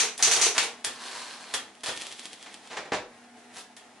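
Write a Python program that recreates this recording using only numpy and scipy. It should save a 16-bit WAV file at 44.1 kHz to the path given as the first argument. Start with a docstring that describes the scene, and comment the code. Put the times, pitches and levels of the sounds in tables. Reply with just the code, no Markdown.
"""Electric typewriter in a small, live room

The machine stands on a wooden table, close to a stereo microphone. Its motor hums faintly throughout.
A few typebars strike and fall back; the carriage is released, slides and hits its stop. Then the platen
knob is turned through its ratchet, the carriage is pushed over with dull knocks, and a hand scuffs away."""
import sys
import numpy as np
from scipy import signal
from scipy.fft import rfft, irfft
from scipy.io import wavfile
from scipy.ndimage import uniform_filter1d

SR = 44100
rng = np.random.default_rng(int(sys.argv[2]) if len(sys.argv) > 2 else 0)


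def wrap_up_sound(samples):
    """Save the sound to the file named by the first command line argument, as 16-bit audio."""
    columns = np.atleast_2d(samples).T
    # keep every value between -1 and 1, then stretch to whole-number steps
    tamed = np.clip(columns, -1, 1)
    steps = np.round(tamed * 32767).astype(np.int16)
    wavfile.write(sys.argv[1], SR, steps)


N = 176400
LEAD = 4410  # samples before time zero, so the first strike is already ringing
T = np.arange(-LEAD, N) / SR
TOP_HZ = 11000


def amp(db):
    """Decibels to gain."""
    return 10 ** (np.asarray(db) / 20)


def unit(x):
    """Scale to unit energy."""
    return x / np.sqrt(np.sum(x ** 2))


def conv(x, response):
    """Pass a sound through a response."""
    return signal.fftconvolve(x, response)[:len(x)]


def add(track, start, x):
    """Mix a sound in at a time in seconds."""
    i = max(int(round(start * SR)) + LEAD, 0)
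    track[i:i + len(x)] += x[:len(track) - i]


def causal(gain):
    """The most prompt frequency response that has these gains."""
    cepstrum = irfft(np.log(gain))
    cepstrum[1:len(gain) - 1] *= 2
    cepstrum[len(gain):] = 0
    return np.exp(rfft(cepstrum))


def colour(x, points, tilt_db=0):
    """Filter of unit energy through (Hz, dB) points, tilted per octave."""
    hz, db = np.array(points, float).T
    octave = np.log2(np.maximum(np.fft.rfftfreq(2048, 1 / SR), 1))
    knots = np.log2(hz)
    curve = np.interp(octave, knots, db) + tilt_db * np.clip(octave, knots[0], knots[-1])
    curve -= 10 * np.maximum(knots[0] - octave, 0)
    curve -= 20 * np.maximum(octave - np.log2(TOP_HZ), 0)
    return conv(x, unit(irfft(causal(amp(curve)))))


def even(x):
    """Level out broad chance peaks in a response, keeping its energy."""
    spectrum = rfft(x, 2 * len(x))
    power = uniform_filter1d(np.abs(spectrum) ** 2, int(400 * len(x) / SR))
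    flat = irfft(spectrum * causal(1 / np.sqrt(power)))[:len(x)]
    return np.linalg.norm(x) * unit(flat)


def grains(count, grain):
    """Dense tiny contacts; more grain makes their sizes less equal."""
    noise = rng.standard_normal(count)
    sizes = np.clip(rng.standard_normal(count // 16 + 1), -2, 2)
    return noise * np.exp(grain * np.repeat(sizes, 16)[:count])


def burst(rise_s, decay_s, grain=0):
    """One blow: contacts that swell and die away, evenly spread over all pitches."""
    t = np.arange(SR // 4) / SR
    envelope = (1 - np.exp(-t / max(rise_s, 1 / SR))) * np.exp(-t / max(decay_s, 1 / SR))
    spectrum = rfft(grains(len(t), grain) * envelope)
    flattened = irfft(spectrum / np.sqrt(np.abs(spectrum) + 1e-12), len(t))
    return unit(flattened * (envelope / envelope.max()) ** 0.25)


def ring(x, modes, t60):
    """Modes driven by a sound, each dying by 60 dB in t60 seconds."""
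    t = np.arange(SR // 2) / SR
    decay = amp(-60 * t / t60)
    return conv(x, sum(amp(db) * unit(np.cos(2 * np.pi * hz * t) * decay) for hz, db in modes))


def walk(rate_hz):
    """Smooth random drift with a spread near 1."""
    hold = int(SR / rate_hz)
    steps = np.repeat(rng.standard_normal(len(T) // hold + 1), hold)
    return np.sqrt(2) * uniform_filter1d(uniform_filter1d(steps, hold), hold)[:len(T)]


def rub(levels, body, grain, flutter_db):
    """Uneven friction that follows (s, dB) points and is silent outside them."""
    contacts = unit(grains(len(T), grain)) * np.sqrt(len(T))
    db = np.interp(T, *np.transpose(levels), left=-np.inf, right=-np.inf)
    return colour(contacts * amp(db + flutter_db * walk(45)), body)


def blows(table, body):
    """Parts meet, each blow with its own softness and brightness."""
    out = np.zeros(len(T))
    for s, db, decay_s, tilt_db in table:
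        blow = even(burst(0.25 * decay_s, decay_s, grain=0.25))
        add(out, s, amp(db) * colour(blow, body, tilt_db))
    return out


# The motor's hum lines. Each row: frequency in Hz, level in dB before the swell.
HUM_LINES = [(239.5, -64), (246, -71), (737.5, -71)]
# The swell of the hum. Each row: time in seconds, gain in dB.
HUM_SWELL = [(0.5, 1.5), (2.6, -5.5), (3.3, 4.5), (4.0, -2)]
# The tone of the drive. Each row: frequency in Hz, relative level in dB.
WHIRR_TONE = [(60, -18), (220, 2), (500, 0), (800, 4.5), (1150, -4.5), (1750, -2.5), (3000, -8.5),
              (11000, -18.5)]


def motor():
    """Wavering hum lines beat and reach the microphone dry; the drive's whirr fills the room."""
    hum = 0
    for hz, db in HUM_LINES:
        peak = np.sqrt(2) * amp(db + 2 * walk(6.45))
        wavering_hz = hz * (1 + 0.0064 * walk(14))
        hum += peak * np.sin(2 * np.pi * np.cumsum(wavering_hz) / SR)
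    swell = amp(np.interp(T, *np.transpose(HUM_SWELL)))
    whirr = rub([(T[0], -62), (T[-1], -62)], WHIRR_TONE, grain=0.17, flutter_db=1.65)
    return hum * swell + room(whirr, wet_db=6.0)


# Typebar strikes. Each row: start in seconds, crack in dB, steel ping in dB,
# rattle against the crack in dB, fall-back clack in dB.
STRIKES = [(-.018, 4, 2, -2.5, -2.5), (0.2254, 0, 5, 1.5, 3), (0.3125, 0.5, -0.5, 2.5, 2),
           (0.4141, -2.5, -0.5, 6, 3), (0.58, 6, -17, -10, -1.5)]
# The drive cam catches before a strike. Each row: start in seconds, level in dB.
CAM_CATCHES = [(0.191, -4), (.199, -4), (.39, 1.5), (.548, -1), (.564, -4.5)]
# Tones of the crack, ping, fall-back and cam. Each row: frequency in Hz, relative level in dB.
CRACK_TONE = [(100, -21.5), (280, -6), (1000, 1), (2500, 6), (5000, 2.5), (8000, -2), (11000, -9)]
PING_TONE = [(1500, -22), (4300, -7.5), (5300, -8), (5950, 2), (6500, -4), (7300, -11), (11000, -19.5)]
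FALL_TONE = [(90, -10.5), (260, -12.5), (450, 0), (580, 5), (760, 8), (1200, 1), (3200, 4), (11000, -6)]
CAM_TONE = [(100, -29), (850, -4), (3200, -11.5), (11000, -19)]
# Modes of the steel bars and of the frame. Each row: frequency in Hz, level in dB.
BAR_MODES = [(5480, -28), (6099, -33), (6147, -33), (6410, -30)]
FRAME_MODES = [(431, -12), (471, -12), (715, -19)]


def typebars():
    """Thrown by a cam, each bar cracks on the platen, pings, rattles, falls back and rings the frame."""
    cracks, pings, falls, cams = np.zeros((4, len(T)))
    grain, fall_after_s = 0.46, 0.046
    for s, crack_db, ping_db, rattle_db, fall_db in STRIKES:
        crack = burst(0, 0.0022)
        rattle = amp(rattle_db) * burst(0.0022, 0.044, grain)
        blow = even(crack + rattle)
        add(cracks, s, amp(crack_db) * blow)
        add(pings, s, amp(ping_db) * blow)
        add(falls, s + fall_after_s, amp(fall_db) * burst(0.0033, 0.019, grain))
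    for s, db in CAM_CATCHES:
        add(cams, s, amp(db) * burst(0.00051, 0.063, grain))
    strike = colour(cracks, CRACK_TONE) + colour(pings, PING_TONE) + ring(pings, BAR_MODES, t60=0.25)
    action = colour(falls, FALL_TONE) + ring(falls, FRAME_MODES, t60=0.1) + colour(cams, CAM_TONE)
    return room(strike, wet_db=1.5) + room(action, wet_db=-3.5)


# Modes of the carriage. Each row: frequency in Hz, level in dB.
CARRIAGE_MODES = [(1810, -23), (3230, -23), (3420, -22)]


def carriage(x):
    """A sound together with the brief ring it draws from the steel of the carriage."""
    return x + ring(x, CARRIAGE_MODES, t60=0.045)


# Key and carriage clacks. Each row: start in seconds, level in dB, decay in seconds, tilt in dB/octave.
CLACKS = [(.1775, -11, 0.0032, 5.5), (.842, -12, 0.0036, 0.5), (.8462, -1, 0.0019, 2.5),
          (.863, -8, 0.012, -2), (1.5375, 0.5, 0.0083, 0), (1.833, -8, 0.01, 0),
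          (1.861, -10.5, 0.0092, 0.5), (1.881, -5, 0.014, -2.1), (3.765, -20.5, 0.007, 0.5)]
# Their tone. Each row: frequency in Hz, relative level in dB.
CLACK_TONE = [(60, -16.5), (220, -8.5), (450, 0.5), (1500, 1), (1780, 3.5), (2200, -0.5), (3300, 1),
              (11000, -5)]


def clacks():
    """Hard, short blows of the keys and of the carriage at its release and its stop."""
    return carriage(blows(CLACKS, CLACK_TONE))


# The carriage's run. Each row: time in seconds, level in dB.
SLIDE_LEVELS = [(.87, -60), (.92, -49), (1.0, -49), (1.03, -42), (1.17, -41.5), (1.47, -50.5),
                (1.54, -47.5)]
# The tone of rubbing parts, and the modes of the rail. Each row: frequency in Hz, relative level in dB.
FRICTION_TONE = [(150, -13.5), (850, 2.5), (2200, -0.5), (4200, 0.5), (5200, -2.5), (11000, -10.5)]
RAIL_MODES = [(1040, -24), (1600, -25), (4220, -23)]


def slide():
    """The carriage rasps along its rail and rings it."""
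    rasp = rub(SLIDE_LEVELS, FRICTION_TONE, grain=0.7, flutter_db=0.67)
    return rasp + ring(rasp, RAIL_MODES, t60=0.02)


# Clicks of the ratchet pawl. Each row: time of the snap in seconds, level in dB.
PAWL_CLICKS = [(1.7517, -31), (1.8075, -28.5), (1.9639, -17), (1.9746, -13), (2.0139, -15.5),
               (2.0191, -11.5), (2.0679, -14), (2.115, -19), (2.124, -16.5), (2.194, -14.5), (2.2549, -13),
               (2.331, -17), (2.427, -19), (2.542, -18), (2.674, -25)]
# Their tone. Each row: frequency in Hz, relative level in dB.
PAWL_TONE = [(300, -7), (1500, -12), (2600, -3), (8000, -9.5), (11000, -12.5)]


def ratchet():
    """The pawl rides up each tooth, snaps into the next notch and chatters there."""
    out = np.zeros(len(T))
    for s, db in PAWL_CLICKS:
        ride = burst(0, 0.034, grain=0.25)[::-1]  # swells up to the snap
        add(out, s - len(ride) / SR, amp(db - 3.5) * ride)
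        snap = burst(0.00026, 0.0023)
        chatter = amp(-7.5) * burst(0.0023, 0.011, grain=0.46)
        add(out, s, amp(db) * even(snap + chatter))
    return carriage(colour(out, PAWL_TONE))


# The turn of the platen. Each row: time in seconds, level in dB.
PLATEN_LEVELS = [(1.86, -33), (1.95, -50), (2.05, -46), (2.14, -53), (2.54, -59), (2.72, -59)]


def platen():
    """The platen rubs as it turns and rings the carriage."""
    return carriage(rub(PLATEN_LEVELS, FRICTION_TONE, grain=0.58, flutter_db=1.5))


# Carriage knocks. Each row: start in seconds, level in dB, decay in seconds, tilt in dB/octave.
KNOCKS = [(2.456, -16, 0.022, 4), (2.696, -7.5, 0.061, 3.5), (2.7665, -4, 0.015, 3), (2.845, -15, .025, 2),
          (2.9185, 2.5, 0.0078, 0), (2.929, 0.5, 0.018, 3)]
# Their tone. Each row: frequency in Hz, relative level in dB.
KNOCK_TONE = [(50, -14), (400, 1.5), (850, 0.5), (1400, -7.5), (1850, -6.5), (7000, -25.5), (11000, -41)]


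def knocks():
    """The carriage is pushed over and its parts meet in dull blows."""
    return blows(KNOCKS, KNOCK_TONE)


# The hand's scuff. Each row: time in seconds, level in dB.
SCUFF_LEVELS = [(3.527, -58), (3.568, -43), (3.615, -49)]


def scuff():
    """A hand brushes the machine as it leaves."""
    return rub(SCUFF_LEVELS, CLACK_TONE, grain=0.87, flutter_db=0.67)


# The room around the table. Each row: frequency in Hz, reverberation time in seconds,
# side against mid in dB.
ROOM_BANDS = [(350, 0.42, -17.5), (2840, 0.32, -6), (5900, 0.28, -1), (10100, 0.22, 3)]


def room(x, wet_db):
    """At the microphone: direct sound plus a diffuse tail, narrow in the bass and wide in the treble."""
    build_s, left_lag_s = 0.00063, 0.000006
    t, hz = np.arange(SR // 2) / SR, np.fft.rfftfreq(SR // 2, 1 / SR)
    noise, tail = rfft(rng.standard_normal((2, len(t)))), 0
    log_centres = np.log([row[0] for row in ROOM_BANDS])
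    for pick, (_, t60, side_db) in zip(np.eye(len(ROOM_BANDS)), ROOM_BANDS):
        band = np.interp(np.log(hz + 1), log_centres, pick)
        mid, side = irfft(noise * band, len(t))
        tail += np.array([mid, amp(side_db) * side]) * amp(-60 * t / t60)
    tail *= 1 - np.exp(-t / build_s)
    tail *= amp(wet_db) / np.linalg.norm(tail[0])
    mid = conv(x, even(signal.unit_impulse(len(t)) + tail[0]))
    side = conv(x, tail[1])
    lag = left_lag_s * SR * (np.roll(x, 1) - np.roll(x, -1)) / 2  # direct sound is a hair late on the left
    return np.array([mid + side + lag, mid - side])


def scene():
    """The whole machine from one microphone position, each part with its own share of the room."""
    friction = slide() + platen() + scuff()
    out = (typebars()
           + room(clacks(), wet_db=0.0)
           + room(knocks(), wet_db=-1.5)
           + room(ratchet(), wet_db=-6.0)
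           + room(friction, wet_db=-3.0)
           + motor())
    return out[:, LEAD:]


def record(dry):
    """The recorder cuts the top steeply."""
    return signal.sosfilt(signal.ellip(10, .2, 80, TOP_HZ, fs=SR, output="sos"), dry)


dry = scene()
out = record(dry)
wrap_up_sound(out)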